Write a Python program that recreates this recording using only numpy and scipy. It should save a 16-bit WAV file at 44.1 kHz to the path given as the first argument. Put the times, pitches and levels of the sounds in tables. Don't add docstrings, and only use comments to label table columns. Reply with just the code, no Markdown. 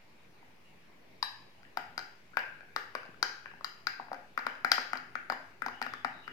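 import sys
import numpy as np
from scipy import signal
from scipy.fft import rfft, irfft
from scipy.io import wavfile
from scipy.ndimage import uniform_filter1d

SR = 44100
rng = np.random.default_rng(int(sys.argv[2]) if len(sys.argv) > 2 else 0)


def unload_audio(sound):
    columns = np.transpose(np.atleast_2d(sound))
    steps = np.round(np.clip(columns, -1, 1) * 32767)
    wavfile.write(sys.argv[1], SR, steps.astype(np.int16))


N = 278712

# start_s, strength_db, wall_hz, belly_over_wall_db, belly_hz, tick_over_wall_db
BLOWS = [(0.428, -70.5, 1390, 14.5, 842, -18), (1.2269, -35, 1720, 7.5, 1040, 9),
         (1.6307, -57, 1500, -13, 1130, -10), (1.6502, -56, 1820, -22, 955, -20),
         (1.7718, -30, 1360, 1, 780, -9.5), (1.978, -33, 1430, -6.5, 820, -2),
         (1.9912, -43, 1350, -3, 850, 2), (2.3699, -23.5, 1503, -5.5, 1010, -20),
         (2.391, -45, 1520, -27, 900, -1), (2.6068, -48, 1600, -10, 670, -24),
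         (2.762, -25, 1237, -8.5, 1037, -10.5), (2.9512, -30, 1440, 1.5, 1227, -14),
         (3.0315, -45.5, 1450, -12, 1110, -22), (3.053, -51.5, 1650, -1, 740, -13),
         (3.061, -56, 1620, -1, 895, -8), (3.143, -53, 1380, -19, 1130, -29),
         (3.185, -73, 1500, -4, 900, -2), (3.2274, -23.5, 1425, -8, 940, -0.5),
         (3.4575, -41, 1645, -5, 1156, -32), (3.514, -54, 1840, 1, 1210, -32),
         (3.5367, -55, 1565, 2.5, 810, -30), (3.6089, -52, 1230, 5, 1150, -15),
         (3.6447, -33.5, 1330, -9, 980, 2.5), (3.6698, -59, 1140, 4, 1160, -15),
         (3.8694, -26.5, 1437, -13, 970, -4), (3.9972, -41, 1160, 4, 803, -47),
         (4.0829, -53.5, 1210, 3, 760, -25), (4.1158, -41.5, 1270, 6.5, 740, -34),
         (4.13, -40, 1310, 3, 780, -14), (4.144, -44.5, 1490, -1, 750, -14),
         (4.3762, -26.5, 1340, -9, 1240, -21), (4.39, -49, 1530, 8, 890, 2),
         (4.466, -28, 1404, -2, 1120, -12.5), (4.552, -47, 1660, -10, 840, -16),
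         (4.6467, -22, 1410, -10, 787, -15.5), (4.717, -19.5, 1390, -9.5, 842, 1.5),
         (4.78, -27, 1360, -6.5, 980, -38), (4.932, -27, 1345, -8, 750, -21),
         (4.9544, -41.5, 1680, -2, 955, -12), (4.9722, -44, 1190, -17, 1100, -0.5),
         (5.1538, -29.5, 1370, -15.5, 732, -29), (5.2993, -27, 1370, -4, 732, -13.5),
         (5.3217, -32, 1145, -7, 1060, -11.5), (5.6199, -28.5, 1350, -13, 1090, -25),
         (5.6622, -32.5, 1396, 0, 798, -13), (5.683, -45.5, 1400, 11.5, 1110, -3.5),
         (5.8155, -32, 1400, -2, 800, -13), (5.8249, -35, 1770, -10, 860, -4),
         (5.8641, -34, 1326, -8, 770, -19), (5.9362, -34.5, 1253, -26, 1090, -16),
         (6.047, -26, 1327, -3.5, 761, -18.5), (6.2781, -36, 1340, -13.5, 1110, -26)]
# start_s, pitch_hz, level_db
PLIPS = [(.505, 865, -65), (2.334, 1340, -54), (2.341, 1520, -51), (2.355, 1510, -54), (2.631, 730, -60),
         (2.685, 1550, -57), (3.09, 258, -50)]
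# pitch_hz, level_over_tick_db, t60_s
SPOON_MODES = [(2890, -42, .2), (3914, -17, .3), (8215, -35, .1), (11270, -37, .25), (13200, -52, .15),
               (14030, -52, .15), (15050, -44, .12)]
# pitch_hz, level_db
INLET_MODES = [(4846, -0.5), (5267, -9.5), (4016, -5.5), (3300, -17), (6940, -26)]
# freq_hz, level_db
CRACK_COLOUR = [(5000, -15.5), (6800, -22.5), (7600, -29.5), (8600, -22), (10000, -37), (11300, -24),
                (12200, -37), (13600, -16.5), (15000, -40), (16400, -43.5)]
# time_s, level_db
THUMP_LEVEL = [(1.2, -48), (3.5, -55.5), (4.2, -45.5), (6.3, -42)]
# delay_s, share
COUNTER_ECHOES = [(.0011, 0.042), (.0021, 0.28), (.0055, .15)]
# freq_hz, level_db
RIGHT_SHADE = [(250, -10.5), (700, -3), (1300, -11), (2400, -14.5), (4400, -10.5), (8000, -8.5),
               (15000, -12)]
# freq_hz, t60_s
KITCHEN_DECAY = [(250, 0.52), (600, 0.56), (1400, 0.53), (3700, 0.55), (9700, 0.41)]
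# freq_hz, level_db
KITCHEN_COLOUR = [(100, -40), (250, 0.5), (500, 4.5), (900, -0.5), (1300, -4.5), (1650, 8), (2100, 1),
                  (3000, 9.5), (3800, -3.5), (4800, -2), (6500, 3), (9000, -3.5), (13000, -2)]
# freq_hz, likeness
KITCHEN_LIKENESS = [(200, 1), (600, 0.96), (1200, 0.022), (4000, 0.06)]
# pitch_hz, level_db
NOOK_TONES = [(767, -8), (1204, -6), (1441, 0), (1545, -3), (1578, -2), (1600, 0), (1638, -1), (1696, -5),
              (1777, -4), (1831, -6), (1960, -6), (2040, -7), (2348, -9)]
# freq_hz, level_db
HUSH_COLOUR = [(20, -16), (35, -48), (70, -7.5), (105, -8), (165, -3.5), (260, -7), (500, -9), (900, -10),
               (1400, -15), (2300, -10.5), (3300, -20), (5000, -22.5), (8000, -33.5), (13500, -32.5),
               (16400, -38)]
# freq_hz, likeness
HUSH_LIKENESS = [(60, 0.65), (240, 0.82), (950, 0.034), (3770, 0.035), (15000, -0.09)]
# time_s, level_db
SWIRL_LEVEL = [(0, -105), (1.5, -81.5), (3, -68.5), (4, -75), (4.998, -69), (5.6, -69), (6.252, -69.5),
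               (6.32, -55)]
# freq_hz, level_db
SWIRL_COLOUR = [(60, -39.5), (100, 12), (250, -4.5), (400, 9.5), (900, -83.0)]
# start_s, length_s, first_hz, last_hz, level_db
WHISTLES = [(.63, .12, 2800, 2800, -68), (5.7, .13, 2850, 3000, -60), (5.86, .2, 3600, 3400, -62),
            (6.09, .2, 3750, 3900, -64), (6.21, .16, 2950, 2850, -58)]

HUSH_DB = -63.5
DIPPED_S = 1.4
CROSSFADES_PER_S = 1.3
NEAR_DB = 9.5
RIGHT_LAG = 8
NOOK_DB, NOOK_T60 = -15, .4
SHOULDER_RATIO, SHOULDER_DB = 1.445, -3
BASE_HZ, BASE_DB = 606, -19.5
PUSH_FULL_DB = -11.5
CRACK_DB, CRACK_SHARE = -9, .45
THUMP_HZ, THUMP_T60, THUMP_SHARE = 252, 0.092, 0.56
EDGE_HZ = 16400
OFFSET = .0011


def amp(db):
    return 10 ** (np.asarray(db) / 20)


def evened(x):
    return x / np.sqrt(np.mean(x ** 2) + 1e-20)


def peaked(x):
    return x / abs(x).max()


def read(points, hz):
    f, value = np.transpose(points)
    return np.interp(np.log(hz + 1), np.log(f + 1), value)


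def add(mix, s, sound):
    part = mix[..., round(s * SR):][..., :sound.shape[-1]]
    part += sound[..., :part.shape[-1]]


def coloured(spectrum, count):
    gain = amp(read(spectrum, np.fft.rfftfreq(count, 1 / SR)))
    return evened(irfft(rfft(rng.standard_normal(count)) * gain, count))


def ring(t, hz, t60, rise, phase):
    envelope = peaked((1 - np.exp(-t / rise)) ** 2 * amp(-60 * t / t60))
    return envelope * np.sin(2 * np.pi * (hz * t + phase))


def press(t, hz, peak, spread, phase):
    envelope = peaked(t / (t + 0.00037) * np.exp(-((t - peak) / spread) ** 2))
    return envelope * np.sin(2 * np.pi * (hz * t + phase))


def hush():
    frames, hz = N // 256 + 5, np.fft.rfftfreq(1024, 1 / SR)
    a, b, c, d, patches = rng.standard_normal((frames, 513, 5)).T
    patches = evened(uniform_filter1d(uniform_filter1d(patches, 12, 0), 14, 1))
    same = np.clip(read(HUSH_LIKENESS, hz), -1, 1)[:, None]
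    left, other = a + 1j * b, c + 1j * d
    z = np.array([left, same * left + np.sqrt(1 - same ** 2) * other])
    z *= amp(read(HUSH_COLOUR, hz)[:, None] + 1.6 * patches)
    noise = signal.istft(z, nperseg=1024, noverlap=768)[1][:, :N]
    noise *= amp(HUSH_DB) / noise.mean(0).std()
    swirl_db = np.interp(np.arange(N) / SR, *np.transpose(SWIRL_LEVEL))
    swirl = amp(swirl_db) * coloured(SWIRL_COLOUR, count=N)
    return (noise + swirl) * amp([[1.1], [-1.1]])


def whistles():
    out = np.zeros((2, N))
    for s, length, first_hz, last_hz, db in WHISTLES:
        hz = np.linspace(first_hz, last_hz, round(length * SR))
        a, b = uniform_filter1d(rng.standard_normal((2, 2, SR // 2)), 170)[..., :len(hz)]
        turn = 2 * np.pi * np.cumsum(hz) / SR
        tone = evened(a * np.cos(turn) + b * np.sin(turn))
        add(out, s, amp(db) * tone * signal.windows.tukey(len(hz), .6))
    return out


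def echoes():
    taps = np.zeros((2, SR))
    slots = np.arange(220, SR - 10, 10)
    at = slots + rng.integers(0, 10, (2, len(slots)))
    np.put_along_axis(taps, at, rng.choice([-1., 1.], at.shape), 1)
    hz, frame_s, z = signal.stft(taps, SR, nperseg=256)
    same = np.clip(read(KITCHEN_LIKENESS, hz), -1, 1)[:, None]
    z[1] = same * z[0] + np.sqrt(1 - same ** 2) * z[1]
    decay = amp(-60 * frame_s / read(KITCHEN_DECAY, hz)[:, None])
    tail = signal.istft(z * decay, SR, nperseg=256)[1]
    tail = tail[:, :SR] / np.linalg.norm(tail[0])
    tail = irfft(rfft(tail) * amp(read(KITCHEN_COLOUR, np.fft.rfftfreq(SR, 1 / SR))), SR)
    t = np.arange(SR) / SR
    tones = sum(amp(db) * ring(t, f, NOOK_T60, 0.0039, rng.random((2, 1))) for f, db in NOOK_TONES)
    return tail + amp(NOOK_DB) * tones / np.linalg.norm(tones[0])


def kitchen(source):
    half_turns = np.arange(N) / SR * CROSSFADES_PER_S
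    shares = [np.cos(np.pi * (half_turns + k / 3)) * np.sqrt(2 / 3) for k in range(3)]
    wet = sum(signal.fftconvolve((share * source)[None], echoes(), axes=1) for share in shares)
    return wet[:, :N] * amp([[2.5], [-2.5]])


def counter(direct):
    out = direct.copy()
    for s, share in COUNTER_ECHOES:
        add(out[0], s, share * direct[0])
        add(out[1], s * 1.15, share * 1.2 * direct[1])
    hz = np.fft.rfftfreq(N, 1 / SR)
    lag = np.exp(-2j * np.pi * hz * RIGHT_LAG / SR)
    out[1] = irfft(rfft(out[1]) * amp(read(RIGHT_SHADE, hz)) * lag, N)
    return out


def blow(s, strength_db, wall_hz, belly_over_db, belly_hz, hard_db):
    t = np.arange(SR // 2) / SR
    phase = rng.normal(0, 1 / 20, 16)
    belly_db, tick_db = strength_db + belly_over_db, strength_db + hard_db
    push_db = -max(hard_db, PUSH_FULL_DB)

    wall = amp(strength_db) * press(t, wall_hz, .0019, .0018, phase[0])
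    belly = amp(belly_db) * press(t, belly_hz, 0.0024, 0.0015, phase[1])
    shoulder = press(t, SHOULDER_RATIO * wall_hz, 0.00033, 0.0011, phase[2])
    shoulder *= amp(strength_db + SHOULDER_DB)
    base = amp(belly_db + BASE_DB + push_db) * ring(t, BASE_HZ, 0.013, 0.0004, phase[3])

    inlet = sum(amp(db) * press(t, f, .0009, .0015, p) for (f, db), p in zip(INLET_MODES, phase[4:]))
    tick = amp(tick_db) * inlet
    burst = amp(tick_db - 8) * rng.standard_normal(len(t)) * amp(-60 * t / .003)
    click = signal.lfilter([.3, -.3], [1, -.6], burst)

    thump_db = THUMP_SHARE * belly_db + push_db + np.interp(s, *np.transpose(THUMP_LEVEL))
    thump = amp(thump_db) * ring(t, THUMP_HZ, THUMP_T60, 0.0072, 0)

    if s < DIPPED_S:
        treble = sum(amp(tick_db + db) * ring(t, f, t60, 0.00048, p)
                     for (f, db, t60), p in zip(SPOON_MODES, phase[9:]))
    else:
        crack_db = strength_db + CRACK_DB + CRACK_SHARE * hard_db
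        envelope = ring(t, 0, .006, .0004, 1 / 4)
        treble = amp(crack_db) * coloured(CRACK_COLOUR, count=len(t)) * envelope
    return wall + belly + shoulder + base + tick + click + thump + treble


def stirring():
    source = np.zeros(N)
    t = np.arange(800) / SR
    for row in BLOWS:
        add(source, row[0], blow(*row))
    for s, hz, db in PLIPS:
        add(source, s, amp(db) * press(t, hz, 0.0012, 0.003, 0))
    return source, amp(NEAR_DB) * np.array([source, source])


def scene():
    source, direct = stirring()
    knocks = counter(direct) + kitchen(source)
    small = signal.butter(2, 130, "high", fs=SR, output="sos")
    return signal.sosfilt(small, knocks) + hush() + whistles()


def record(dry):
    band = signal.firwin(511, EDGE_HZ, window=("kaiser", 9), fs=SR)
    return signal.oaconvolve(dry, band[None], "same") + OFFSET


dry = scene()
out = record(dry)
unload_audio(out)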